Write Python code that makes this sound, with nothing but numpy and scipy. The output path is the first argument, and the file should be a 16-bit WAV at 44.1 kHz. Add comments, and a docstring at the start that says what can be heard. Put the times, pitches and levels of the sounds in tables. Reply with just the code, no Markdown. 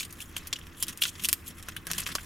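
"""Peeling and opening a foil parcel

Hands peel a paper sticker off a foil-wrapped parcel of food and pull the foil open, on a cloth, up close.
Each buckling crease is a sharp noise crack plus a dense, decaying shimmer; flipping facets add pitched pops.
Random ticks make fine crinkle and dull rustle; the parcel's faint ring is a sum of decaying sines.
A small room adds a short noise tail, low rumble, faint hiss and hum."""
import sys
import numpy as np
from scipy import signal
from scipy.fft import rfft, irfft, next_fast_len
from scipy.io import wavfile
from scipy.ndimage import map_coordinates

SR = 44100
rng = np.random.default_rng(int(sys.argv[2]) if len(sys.argv) > 2 else 0)


def output_pcm(signal):
    """Save a mono or channel-first signal as 16-bit PCM at the path in sys.argv[1].

    Samples are clipped to [-1, 1] before scaling.
    """
    pcm = np.clip(np.atleast_2d(signal).T, -1, 1) * 32767
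    wavfile.write(sys.argv[1], SR, np.round(pcm).astype(np.int16))


N = 99621
EVENT_SAMPLES = 8192


def amp(db):
    """Decibels to gain."""
    return 10 ** (np.asarray(db) / 20)


def unit(x):
    """x at rms 1."""
    return x / np.sqrt(np.mean(x ** 2) + 1e-20)


def along(points, hz):
    """(Hz, value) points interpolated on a log frequency axis."""
    point_hz, value = np.transpose(points)
    return np.interp(np.log(hz + 1), np.log(point_hz + 1), value)


def fade(t, t60_s):
    """Exponential decay, 60 dB in t60_s."""
    return np.exp(-np.log(1000) * t / t60_s)


def rise(t, rise_s):
    """Exponential approach to 1 with time constant rise_s."""
    return 1 - np.exp(-t / rise_s)


def wobble(knots_per_s):
    """Smooth random curve through normally distributed knots."""
    knots = rng.standard_normal(int(N * knots_per_s / SR) + 4)
    return map_coordinates(knots, [np.arange(N) * knots_per_s / SR])


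def filtered(x, response):
    """x through a gain given as a function of frequency."""
    size = next_fast_len(N + SR // 2)
    spectrum = rfft(x, size) * response(np.fft.rfftfreq(size, 1 / SR))
    return irfft(spectrum, size)[..., :N]


def causal(gain):
    """Minimum-phase response with this gain, by folding the cepstrum."""
    cepstrum = irfft(np.log(gain))
    half = len(cepstrum) // 2
    cepstrum[1:half] *= 2
    cepstrum[half + 1:] = 0
    return np.exp(rfft(cepstrum))


def spread(pair, side_db):
    """Left and right from two unrelated signals; the middle has energy 1."""
    mid, side = pair / np.linalg.norm(pair, axis=1, keepdims=True)
    side = amp(side_db) * side
    return np.array([mid + side, mid - side])


# Hum partials: pitch_hz, level_db (before the bass level curve)
HUM_PARTIALS = [(79, -59.5), (160, -68), (334, -63)]
HUM_WAVER_DB, HUM_DRIFT_RAD = 1.2, 0.48


def hum():
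    """Steady low partials, each wavering slightly in level and phase."""
    t = np.arange(N) / SR
    total = np.zeros(N)
    for pitch_hz, level_db in HUM_PARTIALS:
        waver = amp(HUM_WAVER_DB * wobble(17.0))
        phase = 2 * np.pi * pitch_hz * t + HUM_DRIFT_RAD * wobble(7.13)
        total += amp(level_db) * unit(waver * np.sin(phase))
    return total


# Room noise spectrum: freq_hz, relative_level_db
FLOOR_SPECTRUM = [(15, -0.5), (28, -17), (41, 6.5), (58, -7), (82, 5), (125, -5.5), (170, -6.5),
                  (260, -5.5), (340, -12), (450, -15.5), (620, -22), (850, -22), (1100, -15.5),
                  (1800, -17.5), (2200, -21), (3000, -28), (4200, -51), (9000, -39), (16000, -34.5)]
# Room noise width: freq_hz, side_gain_db
FLOOR_WIDTH = [(40, -17), (120, -15.5), (300, -9), (1000, -8), (8000, -4)]
# Level of rumble and hum below BASS_HZ: time_s, gain_db
BASS_LEVEL = [(0, -0.3), (1.35, -2), (1.56, 1.5)]
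FLOOR_DB, BASS_HZ = -49, 200


def floor():
    """Shaped noise and hum; the rumble and hum sink slightly, then rise a little from about 1.4 s."""
    noise = rng.standard_normal((2, N))
    mid, side = filtered(noise, lambda hz: amp(along(FLOOR_SPECTRUM, hz)))
    side = filtered(side, lambda hz: amp(along(FLOOR_WIDTH, hz)))
    air = amp(FLOOR_DB) * unit(np.array([mid + side, mid - side])) + hum()
    bass = filtered(air, lambda hz: 1 / (1 + (hz / BASS_HZ) ** 4))
    bass_gain = amp(np.interp(np.arange(N) / SR, *np.transpose(BASS_LEVEL)))
    return air - bass + bass_gain * bass


ROOM_T60_S, ROOM_RISE_S, ROOM_DB = 0.46, 0.0056, -27.5


def room(x):
    """Faint, short reverberation: convolution with decaying stereo noise."""
    t = np.arange(SR // 2) / SR
    noise = rng.standard_normal((2, len(t)))
    tail = spread(noise * fade(t, ROOM_T60_S) * rise(t, ROOM_RISE_S), side_db=-7)
    return amp(ROOM_DB) * signal.fftconvolve(x, tail, axes=1)[:, :N]


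# Resonances of the wrapped parcel: pitch_hz, relative_level_db
PARCEL_MODES = [(2505, -15), (2681, 11), (2905, -14), (3011, 1), (3321, 6), (3518, 15), (4713, 13),
                (6235, -23), (7200, 13.5), (12210, 1)]
PARCEL_T60_S, PARCEL_DB = 0.075, -43


def parcel(x):
    """The parcel's resonances ring briefly with every foil sound."""
    t = np.arange(EVENT_SAMPLES) / SR
    modes = sum(amp(level_db) * np.sin(2 * np.pi * pitch_hz * t) for pitch_hz, level_db in PARCEL_MODES)
    ring = fade(t, PARCEL_T60_S) * modes / len(PARCEL_MODES)
    return amp(PARCEL_DB) * signal.fftconvolve(x, ring[None], axes=1)[:, :N]


MOTTLE_DB, MOTTLE_STEP_HZ = 3.0, 653.7  # depth and spacing of peaks and dips


def mottle(hz):
    """Random peaks and dips of one facet's spectrum, in dB."""
    knots_db = MOTTLE_DB * rng.standard_normal(EVENT_SAMPLES // 16)
    return map_coordinates(knots_db, [hz / MOTTLE_STEP_HZ], mode="reflect")


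SHIMMER_RISE_S, SHIMMER_T60_S, SHIMMER_SIDE_DB = 0.0021, 0.039, -8
GRAIN_DB, GRAIN_PER_S = 2, 1600


def shimmer():
    """Bending waves scatter through the crumpled sheet: a new dense, grainy noise decay each time."""
    t = np.arange(EVENT_SAMPLES) / SR
    envelope = rise(t, SHIMMER_RISE_S) * fade(t, SHIMMER_T60_S)
    knots = rng.standard_normal(EVENT_SAMPLES)
    grain = np.interp(t * GRAIN_PER_S, np.arange(EVENT_SAMPLES), knots)
    return envelope * amp(GRAIN_DB * grain) * rng.standard_normal((2, EVENT_SAMPLES))


TICK_DIRECT = 0.9  # impulse added ahead of each tick's shimmer


def crackle(ticks_per_s, spread_db, spectrum, facets=14):
    """Many tiny buckles of random size, shared among the facets; rms 1."""
    out = np.zeros((2, N))
    hz = np.fft.rfftfreq(EVENT_SAMPLES, 1 / SR)
    for _ in range(facets):
        struck = rng.random(N) < ticks_per_s / facets / SR
        size_db = spread_db * np.clip(rng.standard_normal(N), -2, 2)
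        ticks = struck * amp(size_db)
        facet = spread(shimmer(), SHIMMER_SIDE_DB)
        facet[:, 0] += TICK_DIRECT
        facet = irfft(rfft(facet) * causal(amp(2 * mottle(hz))))
        facet /= np.linalg.norm(facet)
        out += signal.fftconvolve(ticks[None], facet, axes=1)[:, :N]
    return unit(filtered(out, lambda hz: amp(along(spectrum, hz))))


# Dull rustle spectrum: freq_hz, relative_level_db
RUSTLE_SPECTRUM = [(60, -34), (165, 11.5), (300, -2), (500, -11), (850, -13.5), (1100, 1.5), (1800, 2),
                   (2300, -1.5), (3200, -1), (4200, -4), (9000, -16), (16000, -27)]


def rustle():
    """Duller ticks of the loose sheet under the fingers."""
    return amp(-1.5) * crackle(ticks_per_s=400, spread_db=4.5, spectrum=RUSTLE_SPECTRUM)


# Fine crinkle spectrum: freq_hz, relative_level_db
CRINKLE_SPECTRUM = [(300, -40), (1200, -20.5), (3000, 6), (4500, -3), (9000, 4), (13000, 0.5), (15800, -5)]


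def crinkle():
    """Fine, bright ticks of foil and peeling glue."""
    return amp(-2.5) * crackle(ticks_per_s=360, spread_db=4, spectrum=CRINKLE_SPECTRUM)


# Hand activity: time_s, crinkle_gain_db, rustle_gain_db
HANDLING_LEVELS = [(0, -31, -59), (.07, -57, -53.5), (.17, -56, -57), (0.226, -39.5, -52),
                   (.255, -52.5, -64.5), (.38, -61, -47.5), (.51, -57.5, -57), (.75, -61, -55),
                   (0.778, -47.5, -77), (0.822, -40, -55), (.86, -73, -53), (0.896, -34, -41),
                   (.95, -67, -61), (1.005, -53, -46.5), (1.016, -29, -66), (1.06, -37, -55),
                   (1.092, -40, -75), (1.115, -57, -55), (1.213, -50.5, -55), (1.24, -32, -44),
                   (1.29, -45.5, -61), (1.43, -66.5, -58), (1.468, -40, -55), (1.511, -46, -48),
                   (1.535, -66, -62), (1.588, -49.5, -48.5), (1.62, -60, -53.5), (1.71, -54, -49.5),
                   (1.83, -63, -57), (1.911, -43.5, -44.5), (2.02, -44, -46), (2.05, -51, -51),
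                   (2.09, -46, -39), (2.13, -40, -46), (2.2, -48, -50.5)]


def handling():
    """Crinkle and rustle, each following the hands through its own level curve."""
    time_s, crinkle_db, rustle_db = np.transpose(HANDLING_LEVELS)
    t = np.arange(N) / SR
    fine = amp(np.interp(t, time_s, crinkle_db)) * crinkle()
    dull = amp(np.interp(t, time_s, rustle_db)) * rustle()
    return fine + dull


# Foil colour shared by all snaps: freq_hz, relative_level_db
FOIL_SPECTRUM = [(100, -8), (300, -10.5), (520, -12.5), (720, -12), (870, -18.5), (1050, -3.5), (1350, -8),
                 (1700, -2), (2200, -2.5), (3100, 4), (3900, 0.5), (5200, 0.5), (7500, 2.5), (10000, 5),
                 (13000, 3.5), (15500, -6), (16500, -22)]


def foil_db(hz):
    """The sheet's common spectrum, in dB."""
    return along(FOIL_SPECTRUM, hz)


# Wider facets flipping over: start_s, pitch_hz, relative_energy_db, t60_s
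POP_EVENTS = [(.0076, 2500, -14, 0.0081), (0.2037, 2700, -19, 0.0062), (0.3651, 3110, -9, 0.006),
              (0.3657, 1040, -21, 0.0027), (.529, 3280, -7, 0.0052), (.559, 2960, -17, 0.011),
              (.5876, 1770, -27.5, 0.0076), (1.0203, 3010, -0.5, 0.0034), (1.0221, 1480, -16, 0.016),
              (1.0376, 3500, -2.5, 0.0041), (1.054, 1420, -13.5, 0.028), (1.2468, 2850, -7, 0.0036),
              (1.252, 2940, -11.5, 0.0082), (1.2876, 555, -27.5, 0.005), (1.6848, 1480, -17, 0.0088),
              (1.765, 1555, -14.5, 0.012), (1.8711, 1690, -15, 0.029), (1.885, 1650, -21, 0.019),
              (1.947, 1710, -20, 0.016), (1.997, 1660, -20, 0.027), (2.0644, 2520, -16, 0.011),
              (2.1532, 1144, -8, 0.0086), (2.154, 480, -16, 0.0062), (2.1845, 1560, -15.5, 0.01)]
POP_RISE_S, POP_SCATTER_DB = 0.00068, -9


def pops():
    """A flipping facet rings for a few cycles and scatters into the sheet, with the foil's dip near 850 Hz."""
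    out = np.zeros((2, N + EVENT_SAMPLES))
    t = np.arange(EVENT_SAMPLES) / SR
    for start_s, pitch_hz, energy_db, t60_s in POP_EVENTS:
        ring = rise(t, POP_RISE_S) * fade(t, t60_s) * np.sin(2 * np.pi * pitch_hz * t)
        scattered = signal.fftconvolve(shimmer(), ring[None], axes=1)[:, :EVENT_SAMPLES]
        scattered = spread(scattered, side_db=-3.5)
        pop = ring / np.linalg.norm(ring) + amp(POP_SCATTER_DB) * scattered
        start = max(round(start_s * SR), 0)
        out[:, start:start + EVENT_SAMPLES] += amp(energy_db) * pop
    # cut only where the foil is weaker than at 520 Hz
    return filtered(out[:, :N], lambda hz: amp(np.minimum(foil_db(hz) - foil_db(520), 0)))


# Buckling creases: start_s, relative_energy_db, crack_over_shimmer_db,
# then colour against 5.6 kHz: at_1500_hz_db, at_3000_hz_db, at_11000_hz_db
SNAP_EVENTS = [(0.0005, -6, -1, -7, -3, -15), (0.0076, -14.5, 1, 6, 3, -13),
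               (0.0276, -12, -13, 7.5, 11, -6.5), (0.0317, -15.5, 1, 0, -3, -9),
               (0.0487, -14, -7, -2, -1, -2), (0.1056, -21, -15, -2, -3, -9), (0.126, -16, -3, 5, -6, 3),
               (0.2048, -14.5, -1, 4, 8, 2), (0.2145, -18, -11, -15, -3, -8),
               (0.3655, -5.5, -6.5, 9, 6.5, -0.5), (0.3774, -12.5, -15, -18, 5, -1),
               (0.4716, -11, -3.5, -5, -2, -1.5), (0.5284, 0, -3.5, -3.5, -3, -20.5),
               (0.556, -20, -10, 2, 13, -4), (0.563, -16.5, 0, -3, 2, -17), (0.5871, -20.5, -9, 16, 7, 2),
               (0.614, -23, 8, 0, 20, -18), (0.6691, -21.5, 3, 12, 10, 0.5), (0.803, -15, -8, 0, -13, 12),
               (0.8258, 3, -1, -3.5, -2.5, 1), (0.831, -7.5, -7, -19, 5, -19), (0.8684, -18, 3, -1, 6, 0),
               (0.8823, -6.5, -3, -29, -1, -6.5), (0.9259, -18, -10, 6, 0, -4),
               (0.9745, -14, 2, -24, -1, 3), (1.0186, -3.5, -1, -0.5, 10, 10), (1.022, 4.5, 0, -22, 12, -7),
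               (1.0355, 0.5, -3, 0, 4, -6), (1.0534, -3, 1, 5, 5, -21), (1.066, -13.5, -3, -16, 2, -5),
               (1.0781, -9.5, -17, -29, -3, -11), (1.0851, -13, -5, -6, 3, -8),
               (1.0902, -13, -3, -18, -23, -8), (1.154, -19.5, -5, 9, 4, -12),
               (1.1958, -13.5, -6, 2, 6, -7.5), (1.2372, -4.5, -4, -4, 5, 1.5), (1.243, -10, 6, -20, 6, 9),
               (1.247, -2, 5.5, -12.5, -7, -8), (1.2505, -2, -12, -5.5, -7, -8),
               (1.2528, -2.5, 3, -6, -1, 4), (1.2873, 4, -1, -0.5, 1.5, -2.5),
               (1.3153, -15.5, -6, -19, -1, -1), (1.3292, 7.5, 6, 3.5, 2, 2.5),
               (1.4702, -18.5, 0, -6, 5, -2), (1.4796, -11, -1, -18, -15, 2.5),
               (1.6266, -17, -1, 0, -1.5, -4.5), (1.686, -9, 0, 10.5, 1, -6.5),
               (1.7002, -24, 10, 12, -5, -24), (1.7652, -8.5, -3, 8.5, 14.5, 2),
               (1.8692, -7.5, 2.5, 12.5, 1.5, -1.5), (1.9019, -11.5, -6, 11, -2, -11),
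               (1.907, -10.5, -4, 15.5, -6, -17), (1.9145, -1, 4.5, 2, -0.5, -3),
               (1.934, -6.5, 4, -3, -2, -9), (1.9465, -16, -9, 7, 3, -6), (1.9808, -1, -9.5, 3, 0.5, -3.5),
               (1.997, -10.5, 5, 14, 14, -10), (2.001, -7.5, -1, -5, 0, 1), (2.0054, -7, 11, 2, 1, 1),
               (2.018, -13.5, 1, 8, 8, -1), (2.0272, -18, -1, 12, 0, -11),
               (2.0335, -14.5, -3, -20, -16, -13), (2.0603, -15, 0, -2, 9, -2),
               (2.0644, -6, -4, 11.5, 6, -11), (2.073, -7.5, 2, 8, 2, -6), (2.0759, -15, 2, 9, 4, -3),
               (2.0876, -15.5, -5, 13, -23, -22), (2.1167, -13, -14, 0, 4, -27),
               (2.1526, 0.5, 0.5, 3.5, -1.5, -10.5), (2.1835, -14.5, 2, 26, 18, -1)]
# Frequencies of the colour points, the third being the reference: freq_hz
COLOUR_POINTS_HZ = [1500, 3000, 5600, 11000]
CRACK_RISE_S, CRACK_T60_S = 0.00015, 0.0016  # noise envelope before its spectrum is evened
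CRACK_SIDE_DB, SNAP_DB = -14.5, -1


def snaps():
    """Each crease buckles with a crack and a shimmer, both in the colour of its own facet."""
    out = np.zeros((2, N + EVENT_SAMPLES))
    t = np.arange(EVENT_SAMPLES) / SR
    hz = np.fft.rfftfreq(EVENT_SAMPLES, 1 / SR)
    for start_s, energy_db, crack_db, low_db, ring_db, treble_db in SNAP_EVENTS:
        tilt = list(zip(COLOUR_POINTS_HZ, [low_db, ring_db, 0, treble_db]))
        mottle_db = mottle(hz) * np.minimum(hz / COLOUR_POINTS_HZ[2], 1)
        facet = causal(amp(foil_db(hz) + along(tilt, hz) + mottle_db))

        noise = rng.standard_normal((2, EVENT_SAMPLES))
        burst = rfft(rise(t, CRACK_RISE_S) * fade(t, CRACK_T60_S) * noise)
        even_burst = burst / np.sqrt(np.abs(burst) + 1e-6)  # halves its spectral unevenness in dB
        crack = spread(irfft(even_burst * facet), CRACK_SIDE_DB)
        crack *= t < t[-1] / 2  # drops what wraps round to the end
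        sheet = spread(irfft(rfft(shimmer()) * facet), SHIMMER_SIDE_DB)

        snap = (amp(crack_db) * crack + sheet) / np.hypot(1, amp(crack_db))
        start = max(round(start_s * SR), 0)
        out[:, start:start + EVENT_SAMPLES] += amp(energy_db + SNAP_DB) * snap
    return out[:, :N]


# Stereo width of the foil: freq_hz, side_gain_db
FOIL_WIDTH = [(300, -4.5), (1300, 3.5), (3000, 3), (5600, -2.5), (9500, -6), (14000, 5)]


def widened(x):
    """The sheet radiates some bands more widely than others."""
    mid = (x[0] + x[1]) / 2
    side = filtered((x[0] - x[1]) / 2, lambda hz: amp(along(FOIL_WIDTH, hz)))
    return np.array([mid + side, mid - side])


def scene():
    """The foil, the parcel's ring and the room."""
    foil = widened(handling() + pops() + snaps())
    foil = foil + parcel(foil)
    return floor() + room(foil) + foil


# Microphone mismatch: freq_hz, left_over_right_db
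MIC_BALANCE = [(100, -0.5), (1000, -0.6), (5000, .5), (9000, 0.1), (13000, 1.7)]
TOP_HZ = 16000


def record(dry):
    """Two slightly different microphones, with a steep cut above TOP_HZ."""
    def response(hz):
        balance = amp(np.outer([0.5, -0.5], along(MIC_BALANCE, hz)))
        return balance / np.sqrt(1 + (hz / TOP_HZ) ** 120)
    return filtered(dry, response)


dry = scene()
out = record(dry)
output_pcm(out)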